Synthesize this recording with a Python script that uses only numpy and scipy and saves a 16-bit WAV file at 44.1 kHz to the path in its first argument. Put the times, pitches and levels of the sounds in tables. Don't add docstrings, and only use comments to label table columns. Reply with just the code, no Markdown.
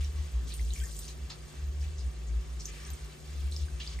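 import sys
import numpy as np
from scipy import signal
from scipy.fft import rfft, irfft
from scipy.io import wavfile
from scipy.ndimage import uniform_filter1d

SR = 44100
rng = np.random.default_rng(int(sys.argv[2]) if len(sys.argv) > 2 else 0)


def wav_record(signal):
    frames = np.transpose(np.atleast_2d(signal))
    bounded = np.clip(frames, -1, 1)
    quanta = np.round(bounded * 32767).astype(np.int16)
    wavfile.write(sys.argv[1], SR, quanta)


N = 176400

# (frequency [Hz], level [dB])
SIDE_EQ = [(60, -2), (130, -3.5), (260, -7.5), (500, 1), (1200, 4.5), (4000, 6), (8000, 3.5), (13000, 3)]
# (frequency [Hz], level [dB])
AIR_EQ = [(25, -15), (60, 5), (108, 3), (135, -0.5), (230, -1.5), (325, -7), (370, -1), (450, -6),
          (650, -13), (1000, -25.5), (2000, -35)]
HUM_PITCHES = [150.5, 356.5, 726.5]
HUM_LEVELS = [-56.5, -69, -78]
HUM_WAVERS = [0.63, 2.92, 3.34]
# (time [s], pitch [Hz])
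RUMBLE_GLIDE = [(0, 69.1), (.22, 76.1), (.34, 61.4), (.6, 57.13), (.82, 62.63), (1.0, 50.3), (1.2, 69.95),
                (1.33, 55.3), (1.6, 71.45)]
# (time [s], level [dB])
RUMBLE_FADER = [(0.0, -29), (0.15, -41.5), (0.19, -32), (0.31, -48.5), (0.36, -30.5), (0.52, -44.5),
                (0.63, -32), (0.72, -33.5), (0.77, -55), (0.8, -35), (0.96, -44), (1.17, -45.5),
                (1.25, -36), (1.34, -65), (1.45, -40.5), (1.49, -77), (1.57, -48), (1.64, -35), (1.9, -37),
                (1.95, -43.5), (2.07, -32.5), (2.14, -47.5), (2.33, -33), (2.41, -35), (2.46, -52),
                (2.49, -39), (2.87, -50), (2.93, -33.5), (2.99, -74), (3.03, -40), (3.13, -59),
                (3.44, -33.5), (3.59, -42), (3.64, -27.5), (3.71, -59), (3.74, -31.5), (3.85, -51),
                (3.89, -41.5), (4.0, -35)]
# (frequency [Hz], level [dB])
RUMBLE_EQ = [(25, -25), (38, -41), (47, 1.5), (76, 1.5), (88, -13), (150, -61)]
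# (frequency [Hz], level [dB])
STREAM_EQ = [(200, -42), (600, -3.5), (1400, 2), (2200, 0), (4500, -2), (7200, -1.5), (9500, -9.5),
             (14000, -13.5)]
# (time [s], level [dB])
SPATTER_FADER = [(0, -62), (.42, -66), (0.549, -54), (.68, -60), (.8, -54), (1.02, -56.5), (1.16, -63),
                 (2.3, -69), (2.75, -60), (3.3, -64.5), (3.56, -60), (3.7, -62.5)]
# (time [s], hold [s], level [dB], start pitch [Hz], end pitch [Hz], pitch spread [octaves])
SQUEEZE_CUES = [(0.0, 0.045, -50.5, 4380, 4560, 0.84), (0.148, .13, -57.5, 3550, 4900, 0.9),
                (0.464, 0.034, -49.5, 6500, 6400, 0.5), (0.494, 0.042, -50.5, 3940, 3700, 0.34),
                (0.528, 0.024, -46, 9500, 9900, 0.31), (0.576, 0.19, -54.5, 6200, 6700, 0.66),
                (0.736, 0.14, -51, 7550, 7400, 0.44), (.74, 0.14, -60, 2620, 1550, 0.23),
                (0.882, 0.18, -50, 8040, 7300, 0.56), (1.071, 0.033, -49, 6240, 5760, 0.51),
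                (1.293, 0.016, -42.5, 4700, 4430, 0.374), (1.296, 0.023, -53.5, 1614, 1300, 0.53),
                (1.475, 0.019, -57, 8100, 6900, 0.5), (1.8, 0.043, -53, 6500, 4424, 1.06),
                (1.975, 0.033, -53.5, 5590, 5145, 0.28), (2.261, 0.022, -57, 7500, 6600, 0.21),
                (2.59, 0.023, -48, 5600, 5830, 0.25), (2.642, 0.048, -50, 6540, 6200, 0.17),
                (2.67, 0.23, -56.5, 2870, 1670, 0.44), (2.725, 0.17, -56.5, 6700, 5960, 0.43),
                (2.929, 0.22, -58.5, 3550, 2760, 1.07), (3.241, .24, -57, 4700, 3350, 0.92),
                (3.508, 0.12, -52, 6000, 5120, 0.45), (3.793, 0.03, -44.5, 3470, 3600, 0.51),
                (3.839, 0.098, -51, 4380, 4560, 0.55)]
# (time [s], pitch [Hz], level [dB])
DROP_CUES = [(0.0463, 5760, -35), (0.5218, 4040, -33), (.5392, 9600, -29), (0.595, 2120, -39.5),
             (0.7056, 3904, -35), (0.7367, 6900, -27.5), (0.76, 2300, -41), (0.8011, 3180, -41),
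             (.8136, 8000, -38), (0.8392, 7740, -32), (0.8563, 6760, -32), (0.9242, 8410, -39),
             (0.9667, 7340, -31), (0.9908, 7900, -28.5), (1.081, 6100, -35), (1.9825, 5735, -41.5),
             (2.6075, 5650, -34.5), (2.656, 6160, -23.5), (2.8506, 5700, -36.5), (2.935, 8500, -33.5),
             (3.514, 8200, -35.5), (3.5221, 4113, -34), (3.5646, 5270, -27), (3.683, 1530, -45.5),
             (3.8022, 2840, -36), (3.815, 2880, -37), (3.865, 3600, -38), (3.8751, 4730, -29),
             (3.989, 2110, -38.5)]
# (time [s], level [dB])
TICK_CUES = [(.319, -41), (.5395, -34), (.6295, -40), (.737, -35), (.788, -39), (.9905, -29), (2.655, -35),
             (2.903, -30)]
# (frequency [Hz], level [dB])
TICK_EQ = [(1000, -26), (4000, -15), (13000, 0)]
# (frequency [Hz], level [dB])
BUMP_EQ = [(60, -21), (110, 7), (280, -2.5), (450, -23), (900, -23), (6000, -72)]
# (time [s], start pitch [Hz], level [dB])
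PLOP_CUES = [(.722, 3030, -49), (.777, 2190, -50), (.81, 3120, -50), (0.814, 1540, -46), (.836, 1757, -44),
             (.853, 2020, -52), (2.795, 1634, -50)]
# (frequency [Hz], level [dB])
REVERB_EQ = [(500, 6), (5000, -3.5), (8000, -1), (14000, 8)]
# (frequency [Hz], level [dB])
TREBLE_DIP_EQ = [(9400, 1.5), (10100, -19), (14500, -3.5)]


def amp(db):
    return 10 ** (np.asarray(db) / 20)


def unit(x):
    return x / np.sqrt(np.mean(x ** 2) + 1e-20)


def eq(x, points):
    hz, db = np.array(points, float).T
    freqs = np.fft.rfftfreq(x.shape[-1], 1 / SR)
    gain = amp(np.interp(np.log(freqs + 1), np.log(hz), db))
    return irfft(rfft(x) * gain, x.shape[-1])


def fader(points):
    return amp(np.interp(np.arange(N) / SR, *np.array(points).T))


def diffuse(length):
    mid, side = rng.standard_normal((2, length))
    side = eq(side, SIDE_EQ)
    return np.array([mid + side, mid - side])


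def wander(rate_hz):
    span = int(SR / rate_hz)
    steps = rng.standard_normal(1000)[np.arange(N) // span]
    return unit(uniform_filter1d(steps, span))


def bubbles(times, hz, gains, decay_cycles, rise_cycles):
    k = np.arange(512)
    cycles = np.clip(hz, 300, .42 * SR)[:, None] * k / SR
    envelope = np.exp(-cycles / decay_cycles) * (1 - np.exp(-cycles / rise_cycles)) * (1 - k / len(k))
    pings = gains[:, None] * np.sin(2 * np.pi * cycles) * envelope
    positions = (np.maximum(times, 0) * SR).astype(int)[:, None] + k
    return np.bincount(positions.ravel(), pings.ravel(), N)[:N]


def room_tone(air_db=-55, pan_db=1.5):
    hum = np.zeros(N)
    for hz, db, waver_hz in zip(HUM_PITCHES, HUM_LEVELS, HUM_WAVERS):
        pitch = hz + waver_hz * wander(rate_hz=15)
        hum += amp(db) * unit(np.sin(2 * np.pi * np.cumsum(pitch) / SR))
    air = amp(air_db) * unit(eq(diffuse(N), AIR_EQ))
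    return hum * amp([[pan_db / 2], [-pan_db / 2]]) + air


def rumble(cycle_s=1.718, roughness=0.35, side_db=-18, trim_db=0.2):
    hz = np.interp(np.arange(N) / SR, *np.array(RUMBLE_GLIDE).T, period=cycle_s)
    tone = unit(np.sin(2 * np.pi * np.cumsum(hz) / SR))
    grit, side = unit(eq(rng.standard_normal((2, N)), RUMBLE_EQ))
    drone = unit(tone + roughness * grit) + amp(side_db) * np.array([side, -side])
    drone *= fader(RUMBLE_FADER) * amp(trim_db)
    return eq(np.pad(drone, ((0, 0), (0, N))), RUMBLE_EQ)[:, :N]


def stream(level_db=-60.5, waver_db=1.16):
    gain = amp(level_db + waver_db * wander(rate_hz=6.72))
    return gain * unit(eq(rng.standard_normal(N), STREAM_EQ))


def fizz(level_db=-67.5, per_s=700, centre_hz=4970, octaves=0.885, scatter_db=6):
    count = int(per_s * N / SR)
    jitter, detune, accent = rng.standard_normal((8000, 3))[:count].T
    times = (np.arange(count) + 2 * jitter) / per_s
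    hz = centre_hz * 2 ** (octaves * detune)
    gains = np.sqrt(hz) * amp(scatter_db * np.minimum(accent, 2))
    return amp(level_db) * unit(bubbles(times, hz, gains, decay_cycles=21, rise_cycles=0.44))


def spatter(per_s=900, centre_hz=11000, octaves=0.25, scatter_db=7):
    count = int(per_s * N / SR)
    jitter, detune, accent = rng.standard_normal((4000, 3))[:count].T
    times = (np.arange(count) + 2 * jitter) / per_s
    hz = centre_hz * 2 ** (octaves * detune)
    gains = amp(scatter_db * np.minimum(accent, 2))
    return fader(SPATTER_FADER) * unit(bubbles(times, hz, gains, decay_cycles=4.8, rise_cycles=0.2))


def squeezes(per_s=3500, attack_s=0.009, release_s=0.021, scatter_db=4, trim_db=-2.5):
    out = np.zeros(N)
    for start, hold, db, hz_from, hz_to, octaves in SQUEEZE_CUES:
        count = int((hold + 4 * release_s) * per_s)
        jitter, detune, accent = rng.standard_normal((2000, 3))[:count].T
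        age = np.abs(np.arange(count) + jitter) / per_s
        swell = np.minimum(age / attack_s, 1) * np.exp(-np.maximum(age - hold, 0) / release_s)
        hz = np.interp(age, [0, hold], [hz_from, hz_to]) * 2 ** (octaves * detune)
        gains = swell * np.sqrt(hz) * amp(scatter_db * np.minimum(accent, 2))
        cloud = bubbles(start + age, hz, gains, decay_cycles=6.2, rise_cycles=0.11)
        out += unit(cloud) * np.sqrt(hold * SR / N) * amp(db)
    return out * amp(trim_db)


def drops(trim_db=4.5):
    times, hz, db = np.array(DROP_CUES).T
    return bubbles(times, hz, amp(db + trim_db), decay_cycles=4.16, rise_cycles=1.5)


def ticks(decay_s=0.00098):
    t = np.arange(N) / SR
    envelope = sum(amp(db) * (t >= start) * np.exp(-np.abs(t - start) / decay_s)
                   for start, db in TICK_CUES)
    return envelope * unit(eq(rng.standard_normal(N), TICK_EQ))


def bump(peak_s=0.45, width_s=0.033, level_db=-48):
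    t = np.arange(N) / SR
    swell = np.exp(-((t - peak_s) / width_s) ** 2 / 2)
    return amp(level_db) * swell * unit(eq(diffuse(N), BUMP_EQ))


def plops(attack_s=0.0023, decay_s=0.0082, rise_per_s=2.33):
    out = np.zeros(N)
    for start, hz, db in PLOP_CUES:
        age = np.maximum(np.arange(N) / SR - start, 0)
        cycles = hz * (age + rise_per_s * age ** 2 / 2)
        envelope = np.exp(-age / decay_s) * (1 - np.exp(-age / attack_s))
        out += amp(db) * envelope * np.sin(2 * np.pi * cycles)
    return out


def bathroom(x, t60_s=0.096, predelay_s=0.00069, wet_db=-2):
    t = np.arange(SR // 2) / SR
    fade = np.exp(-np.log(1000) * t / t60_s) * (t > predelay_s)
    tail = eq(unit(diffuse(len(t))), REVERB_EQ) * unit(fade) / np.sqrt(len(t))
    return x + amp(wet_db) * signal.fftconvolve(x[None], tail, axes=1)[:, :N]


def scene(left_db=0.5, right_lag_s=0.000026):
    water = squeezes() + drops() + plops() + ticks() + spatter() + fizz() + stream()
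    left, right = bathroom(water) + bump() + room_tone() + rumble()
    delay = np.exp(-2j * np.pi * np.fft.rfftfreq(2 * N, 1 / SR) * right_lag_s)
    late_right = irfft(rfft(right, 2 * N) * delay)[:N]
    return np.array([left * amp(left_db), late_right])


def record(dry, cutoff_hz=14200):
    dulled = eq(np.pad(dry, ((0, 0), (0, N))), TREBLE_DIP_EQ)[:, :N]
    high_cut = signal.ellip(8, .2, 70, cutoff_hz, fs=SR, output="sos")
    return signal.sosfilt(high_cut, dulled)


dry = scene()
out = record(dry)
wav_record(out)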